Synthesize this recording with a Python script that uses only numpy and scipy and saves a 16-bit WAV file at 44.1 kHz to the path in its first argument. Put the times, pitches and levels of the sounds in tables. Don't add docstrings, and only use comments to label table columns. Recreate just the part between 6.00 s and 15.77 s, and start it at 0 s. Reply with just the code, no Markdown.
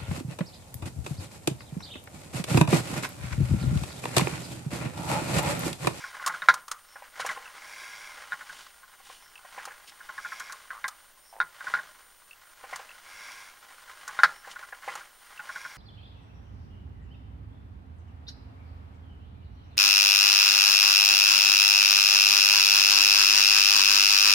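import sys
import numpy as np
from scipy import signal
from scipy.fft import rfft, irfft
from scipy.io import wavfile
from scipy.ndimage import uniform_filter1d

SR = 44100
rng = np.random.default_rng(int(sys.argv[2]) if len(sys.argv) > 2 else 0)


def master_out(mix):
    frames = np.transpose(np.atleast_2d(mix))
    ceiling = np.clip(frames, -1, 1)
    pcm = np.round(ceiling * 32767).astype(np.int16)
    wavfile.write(sys.argv[1], SR, pcm)


N = 430857
T = np.arange(N) / SR
RING_S = np.arange(SR // 8) / SR


def undb(db):
    return 10 ** (np.asarray(db) / 20)


def unit(x):
    return x / np.sqrt(np.mean(x ** 2))


def peak(x, db):
    return x * undb(db) / np.sqrt(uniform_filter1d(x ** 2, size=88).max())


def colour(x, points):
    hz, db = np.transpose(points)
    size = 4096
    bins_hz = np.maximum(np.fft.rfftfreq(size, 1 / SR), 1)
    gain = undb(np.interp(np.log(bins_hz), np.log(hz), db))
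    cepstrum = irfft(np.log(gain))
    cepstrum[1:size // 2] *= 2
    cepstrum[size // 2 + 1:] = 0
    return signal.fftconvolve(x, irfft(np.exp(rfft(cepstrum))))[:len(x)]


def resonate(x, hz, width_hz):
    return signal.lfilter(*signal.iirpeak(hz, hz / width_hz, fs=SR), x)


def band(x, hz, width_hz):
    return resonate(resonate(x, hz, width_hz), hz, width_hz)


def wander(rate_hz):
    hold = max(int(SR / rate_hz), 1)
    steps = np.repeat(rng.standard_normal(N // hold + 1), hold)
    return unit(uniform_filter1d(uniform_filter1d(steps, hold), hold)[:N])


def swell(middle_s, half_s):
    return np.exp(-((T - middle_s) / half_s) ** 2 / 2)


def rise(time_s):
    return 1 - np.exp(-RING_S / time_s)


def fade(t60_s):
    return np.exp(-np.log(1000) * RING_S / t60_s)


def burst(t60_s):
    return rng.standard_normal(len(RING_S)) * fade(t60_s)


def add(out, start_s, x):
    i = max(int(start_s * SR), 0)
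    out[i:i + len(x)] += x[:max(N - i, 0)]


# frequency_hz, gain_db
AIR_SPECTRUM = [(25, -0.5), (110, -22), (300, -16), (1100, -6.5), (2800, -18.5), (6000, -16), (12000, -15),
                (15500, -12.5)]
# pitch_hz, level_db, spread_db
WHINE_LINES = [(8300, -74.5, 1), (9126, -65, 3), (11865, -75, .5), (15703, -74.5, .5)]

def background(air_db=-60, hiss_db=-68, rumble_db=-69.5):
    air = undb(air_db) * unit(colour(rng.standard_normal(N), AIR_SPECTRUM))
    whine = 0
    for hz, db, spread_db in WHINE_LINES:
        pitch_hz = hz + 2 * spread_db * wander(40)
        tone = np.sqrt(2) * np.sin(2 * np.pi * np.cumsum(pitch_hz) / SR)
        gain = unit(undb(-spread_db * wander(24) ** 2))
        whine = whine + undb(db) * gain * tone
    bass_slope = [(20, -2), (100, -17.5), (4000, -53)]
    rumble = np.array([unit(colour(rng.standard_normal(N), bass_slope)) for _ in range(2)])
    return air + whine + undb(hiss_db) * rng.standard_normal((2, N)) + undb(rumble_db) * rumble


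def room(x, t60_s=0.32, wet_db=-21):
    t = np.arange(SR // 2) / SR
    tail = rng.standard_normal(len(t)) * np.exp(-np.log(1000) * t / t60_s) * (t > .008)
    tail = colour(tail, [(500, 9.5), (1500, -5.0), (8000, -5.5)])
    return x + undb(wet_db) * signal.fftconvolve(x, tail / np.sqrt(np.sum(tail ** 2)))[:N]


CHIRP_TIMES = [0.922, 3.252, 5.289, 8.37]

def chirps(pitch_hz=5400, width_hz=480, half_s=0.039, level_db=-61):
    level = undb(level_db) * sum(swell(s, half_s) for s in CHIRP_TIMES)
    return level * unit(band(rng.standard_normal(N), pitch_hz, width_hz))


TICK_TIMES = [1.455, 3.356, 6.309, 6.892, 9.376]

def ticks(hz=2620, sag=0.099, sag_s=0.0024, t60_s=0.023, gap_s=0.021, bounce_db=-2, level_db=-44):
    out = np.zeros(N)
    for start_s in TICK_TIMES:
        for delay_s, loss_db in ((0, 0), (gap_s, bounce_db)):
            pitch_hz = hz * (1 + sag * np.exp(-RING_S / sag_s) + 0.02 * rng.standard_normal())
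            ping = np.sin(2 * np.pi * np.cumsum(pitch_hz) / SR) * fade(t60_s) * rise(sag_s)
            tap = resonate(burst(t60_s), hz, hz / 10)
            add(out, start_s + delay_s, peak(unit(ping) + .5 * unit(tap), level_db + loss_db))
    return out


# start_s, pitch_hz, level_db
CRANK_CREAKS = [(4.73, 1150, -41.5), (5.327, 770, -46.5)]

def creaks(step_s=0.0095, width_hz=380, slips=7):
    out = np.zeros(N)
    for start_s, pitch_hz, db in CRANK_CREAKS:
        for k in range(slips):
            slip = band(burst(.016), pitch_hz, width_hz)
            add(out, start_s + k * step_s, peak(slip, db + 2 * rng.standard_normal()))
    return out


# middle_s, half_length_s
WHEEL_PULLS = [(0, 0.098), (1.879, 0.28), (4.356, .2), (7.298, 0.23), (9.631, .14)]

def wheel_speed():
    return sum(np.exp(-((T - s) / half_s) ** 4) for s, half_s in WHEEL_PULLS)


# time_s, level_db
HAND_DRIVE = [(0.0, -45.5), (0.41, -46), (0.76, -62), (1.82, -44), (2.47, -49), (2.75, -60.5), (3.94, -56),
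              (4.33, -45), (5.12, -63.5), (5.39, -65.5), (5.71, -43), (6.09, -63.5), (6.77, -57.5),
              (7.32, -44), (7.51, -57), (8.16, -46), (8.54, -51), (9.09, -62), (9.55, -45.5), (9.77, -48.5)]
# middle_s, half_length_s, relative_db
LOAD_CLATTERS = [(1.274, 0.061, -35), (3.577, 0.097, -44.5), (6.757, 0.09, -43), (8.939, 0.079, -41)]
# middle_s, half_length_s, level_db
DRY_SCRAPES = [(1.208, 0.0062, -41.5), (1.3, 0.0059, -65), (2.56, 0.1, -53), (3.115, 0.066, -54),
               (3.889, 0.014, -46.5), (8.518, 0.01, -45)]

def gear_levels(pull_db=-47.5, firm_drive_db=-47.5, firm_hiss_db=-54, hiss_slope=0.74,
                jam_db=-10, stall_db=-13, clatter_rattle_db=-4, clatter_hiss_db=-10):
    hand_db = np.interp(T, *np.transpose(HAND_DRIVE))
    stall = sum(swell(s + 0.17, half_s=0.027) for s, db, _ in TOOTH_KNOCKS if db > jam_db)
    drive = np.maximum(undb(hand_db + stall_db * stall), undb(pull_db) * wheel_speed())
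    sliding = undb(firm_hiss_db) * (drive / undb(firm_drive_db)) ** hiss_slope
    clatter = sum(undb(db) * swell(s, half_s) for s, half_s, db in LOAD_CLATTERS)
    scrapes = sum(undb(db) * swell(s, half_s) for s, half_s, db in DRY_SCRAPES)
    rattle = np.hypot(drive, undb(clatter_rattle_db) * clatter)
    hiss = np.hypot(sliding, undb(clatter_hiss_db) * clatter + scrapes)
    return rattle, hiss


# pitch_hz, width_hz, gain_db
WHEEL_MODES = [(1070, 60, -3), (1640, 90, 2), (2140, 90, 4), (2280, 60, -3), (3270, 120, -8),
               (4780, 130, -7), (5500, 110, -4), (10000, 150, -15)]
# frequency_hz, gain_db
RATTLE_SPECTRUM = [(120, -17.5), (350, -30.5), (550, -11), (1100, 5.5), (1800, 4), (2800, -2), (5000, -60)]
# frequency_hz, gain_db
SLIDE_SPECTRUM = [(1200, -9.5), (3000, 2.5), (4200, 1), (6200, -1), (9500, -4.5), (15500, -29.5)]

def gears(slow_hz=52, fast_hz=110, sing_db=2.5, tooth_spread_db=1, uneven_db=2.5, grit_db=1.5, rasp_db=-2):
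    speed = wheel_speed()
    tooth_hz = (slow_hz + (fast_hz - slow_hz) * speed) * (1 + 0.035 * wander(60))
    teeth_passed = np.cumsum(tooth_hz) / SR
    tooth = teeth_passed.astype(int)
    force = undb(tooth_spread_db * (2 - speed / 2) * rng.standard_normal(tooth[-1] + 1)[tooth])
    taps = unit(force * np.diff(tooth, prepend=0))
    scrape = force * np.exp(-(teeth_passed % 1) / .5)
    mesh = .5 * taps + unit((.5 + scrape) * rng.standard_normal(N))
    wheels = unit(sum(undb(db) * resonate(mesh, hz, width) for hz, width, db in WHEEL_MODES))
    unevenness = undb(uneven_db * (1 - speed / 2) ** 2 * wander(70))
    grip = unit((1 + (1 - speed) * (scrape - .5)) * unevenness)
    grit = unit(undb(grit_db * wander(350)))
    friction = grip * grit * rng.standard_normal(N)
    frame = sum(undb(db / 2) * resonate(friction, hz, 2.2 / t60_s)
                for hz, db, t60_s in FRAME_MODES if hz < 2000)
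    rattle = unit(unit(colour(friction, RATTLE_SPECTRUM)) + unit(frame))
    slide = colour(np.sqrt(grip) * rng.standard_normal(N), SLIDE_SPECTRUM)
    rasp = undb(rasp_db) * (1 - speed) * resonate(slide, hz=3000, width_hz=300)
    singing = undb(sing_db) * speed
    body = (rattle + singing * wheels) / np.sqrt(1 + singing ** 2)
    rattle_gain, hiss_gain = gear_levels()
    return rattle_gain * body + hiss_gain * unit(slide + rasp)


# start_s, level_db
WHEEL_CLUNKS = [(0.957, -42), (1.02, -40), (1.196, -29.5), (1.247, -29), (1.372, -38.5), (2.177, -47),
                (3.0, -49), (3.098, -41.5), (3.447, -43.5), (3.578, -35), (3.673, -37), (6.638, -38.5),
                (6.727, -34.5), (6.795, -38.5), (8.472, -39.5), (8.725, -40), (8.877, -30.5),
                (8.954, -36.5)]
# pitch_hz, gain_db
BED_MODES = [(530, -3.5), (640, -6.5), (790, 3), (1030, 2.5)]

def clunks(t60_s=0.045, rise_s=0.0018, scatter_db=1.5, grit_db=-6, grit_t60_s=0.19):
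    out = np.zeros(N)
    hz, mode_db = np.transpose(BED_MODES)
    for start_s, db in WHEEL_CLUNKS:
        scatter, detune, phase = rng.standard_normal((len(hz), 3)).T
        swing = np.sin(2 * np.pi * np.outer(hz * (1 + 0.027 * detune), RING_S) + phase[:, None])
        ring = undb(mode_db + scatter_db * scatter) @ swing * fade(t60_s)
        grit = undb(grit_db) * unit(colour(burst(grit_t60_s), RATTLE_SPECTRUM))
        add(out, start_s, peak((unit(ring) + grit) * rise(rise_s), db))
    return out


# start_s, relative_db
WIRE_SNAPS = [(0.262, -25.5), (0.2748, -26.5), (0.5395, -28), (0.68, -39), (0.7136, -27), (1.262, -32.5),
              (3.6522, -36), (4.397, -38), (4.522, -39), (4.8799, -34), (6.758, -35), (8.0778, -34),
              (8.9525, -36)]
# frequency_hz, gain_db
SKID_SPECTRUM = [(400, -16.5), (1200, 15.5), (2400, -2), (4000, 0), (6800, 4.5), (9000, -0.5),
                 (15500, -13.5)]

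def snaps(skid_t60_s=0.04, arm_t60_s=0.25, arm_db=-9, gain_db=2):
    out = np.zeros(N)
    for start_s, db in WIRE_SNAPS:
        skid = colour(burst(skid_t60_s) * rise(.0015), SKID_SPECTRUM)
        arm = band(burst(arm_t60_s), hz=1200, width_hz=400)
        add(out, start_s, peak(unit(skid) + undb(arm_db) * unit(arm), db + gain_db))
    return out


def contact_softness(db):
    return np.clip((-18 - db) / 10, .15, 1)


# pitch_hz, gain_db, t60_s
FRAME_MODES = [(630.5, -15, 0.055), (836, -7, 0.069), (1054.3, 2, 0.06), (1267, -9.5, 0.061),
               (1405, 6.5, 0.043), (1477, -6, 0.043), (1601.4, 0, 0.048), (1850, -3.5, 0.019),
               (1980, -10.5, 0.085), (3684, -5.5, 0.028)]
# frequency_hz, gain_db
CRACK_SPECTRUM = [(80, -38.5), (160, -10.5), (350, -37), (1450, -9), (2000, -5.5), (2800, -25.5),
                  (3900, -13.5), (6000, -26.5), (15000, -46)]

def frame_blow(db, lead_hz, lead_db=2, scatter_db=4, droop=0.15, release_s=.004, crack_db=-16):
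    hz, mode_db, t60_s = np.transpose(FRAME_MODES)
    scatter, detune, grip = rng.standard_normal((3, len(hz)))
    softness, excess_db = contact_softness(db), max(db + 15.5, 0)
    near_lead = np.exp(-(np.log(hz / lead_hz) / 0.11) ** 2)
    lift_db = (mode_db.max() + lead_db - np.interp(lead_hz, hz, mode_db)) * near_lead
    build_s = np.clip(.0012 * softness * (lead_hz / hz) ** 4, .0004, .005)
    decay_s = t60_s * undb(2 * softness * grip)
    envelopes = fade(decay_s[:, None]) * rise(build_s[:, None])
    stiffen = droop * softness * (hz < 2500)
    clock_s = RING_S + np.outer(stiffen, release_s * rise(release_s))
    swing = np.sin(2 * np.pi * (hz * (1 + 0.0088 * detune))[:, None] * clock_s)
    ring = undb(mode_db + lift_db + scatter_db * np.sqrt(softness) * scatter) @ (envelopes * swing)
    crack = undb(crack_db + .5 * excess_db) * unit(colour(burst(0.07), CRACK_SPECTRUM))
    bass_db, treble_db = -1.4 * excess_db, min(db + 22.5, 0)
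    tilt = [(200, bass_db), (500, 0), (2200, 0), (3500, treble_db)]
    return peak(colour(unit(ring) + crack, tilt), db)


# start_s, level_db, lead_pitch_hz
TOOTH_KNOCKS = [(0.04, -31, 1360), (0.144, -40.5, 1080), (0.197, -35.5, 1070), (0.24, -32.5, 1340),
                (0.27, -24, 1080), (0.295, -28.5, 1390), (0.339, -31.5, 1360), (0.42, -28, 1410),
                (0.4865, -3.5, 1518), (0.956, -42, 1560), (1.197, -32.5, 1410), (1.219, -31, 1410),
                (1.263, -31, 1510), (1.29, -27.5, 1890), (1.362, -39, 1140), (1.458, -42, 1240),
                (2.321, -23.5, 1503), (2.409, -38, 1380), (2.495, -36, 1417), (2.83, -47.5, 1390),
                (3.587, -38.5, 1630), (3.707, -41.5, 1580), (4.004, -42.5, 1580), (4.091, -36, 1380),
                (4.179, -31.5, 1377), (4.248, -30, 1470), (4.32, -32.5, 1320), (4.403, -33, 1220),
                (4.497, -36, 1380), (4.527, -39.5, 1022), (4.705, -30, 1340), (4.842, -24, 1770),
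                (5.402, -15, 1439), (5.607, -35, 1488), (5.669, -28.5, 1330), (5.739, -16, 1480),
                (5.768, -33.5, 1670), (5.789, -31, 1563), (6.731, -35.5, 1940), (8.088, -35, 1035),
                (8.19, -17.5, 1380), (8.234, -3.5, 1524), (8.445, -41, 1700), (8.56, -35.5, 1400),
                (8.627, -38.5, 1370), (8.724, -37, 1594), (8.831, -42, 1400), (8.883, -35, 1940),
                (9.008, -41, 1470), (9.394, -33.5, 1460), (9.492, -32.5, 1407), (9.559, -31, 1380),
                (9.65, -32.5, 1410)]

def knocks(touches=3, hard_gap_s=.012, soft_gap_s=.008, bounce_db=-7, soft_lift_db=2, sag=.94):
    out = np.zeros(N)
    for start_s, db, lead_hz in TOOTH_KNOCKS:
        softness = contact_softness(db)
        gap_s = hard_gap_s + (soft_gap_s - hard_gap_s) * softness
        for k in range(touches):
            delay_s = k * gap_s * (1 + 0.11 * rng.standard_normal())
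            loss_db = (bounce_db + soft_lift_db * softness) * k * (k + 1) / 2
            add(out, start_s + delay_s, frame_blow(db + loss_db, lead_hz * sag ** (k * softness)))
    return out


def scene():
    winder = knocks() + clunks() + snaps() + gears() + ticks() + creaks()
    return room(winder + chirps()) + background()


def record(dry, notch_hz=7870, notch_width_hz=260, top_hz=15900):
    notched = dry - 0.73 * resonate(dry, notch_hz, notch_width_hz)
    clipped = np.clip(notched * undb([[-.06], [.06]]), -1, 1)
    return signal.sosfilt(signal.ellip(10, .2, 80, top_hz, fs=SR, output="sos"), clipped)


dry = scene()
out = record(dry)
master_out(out)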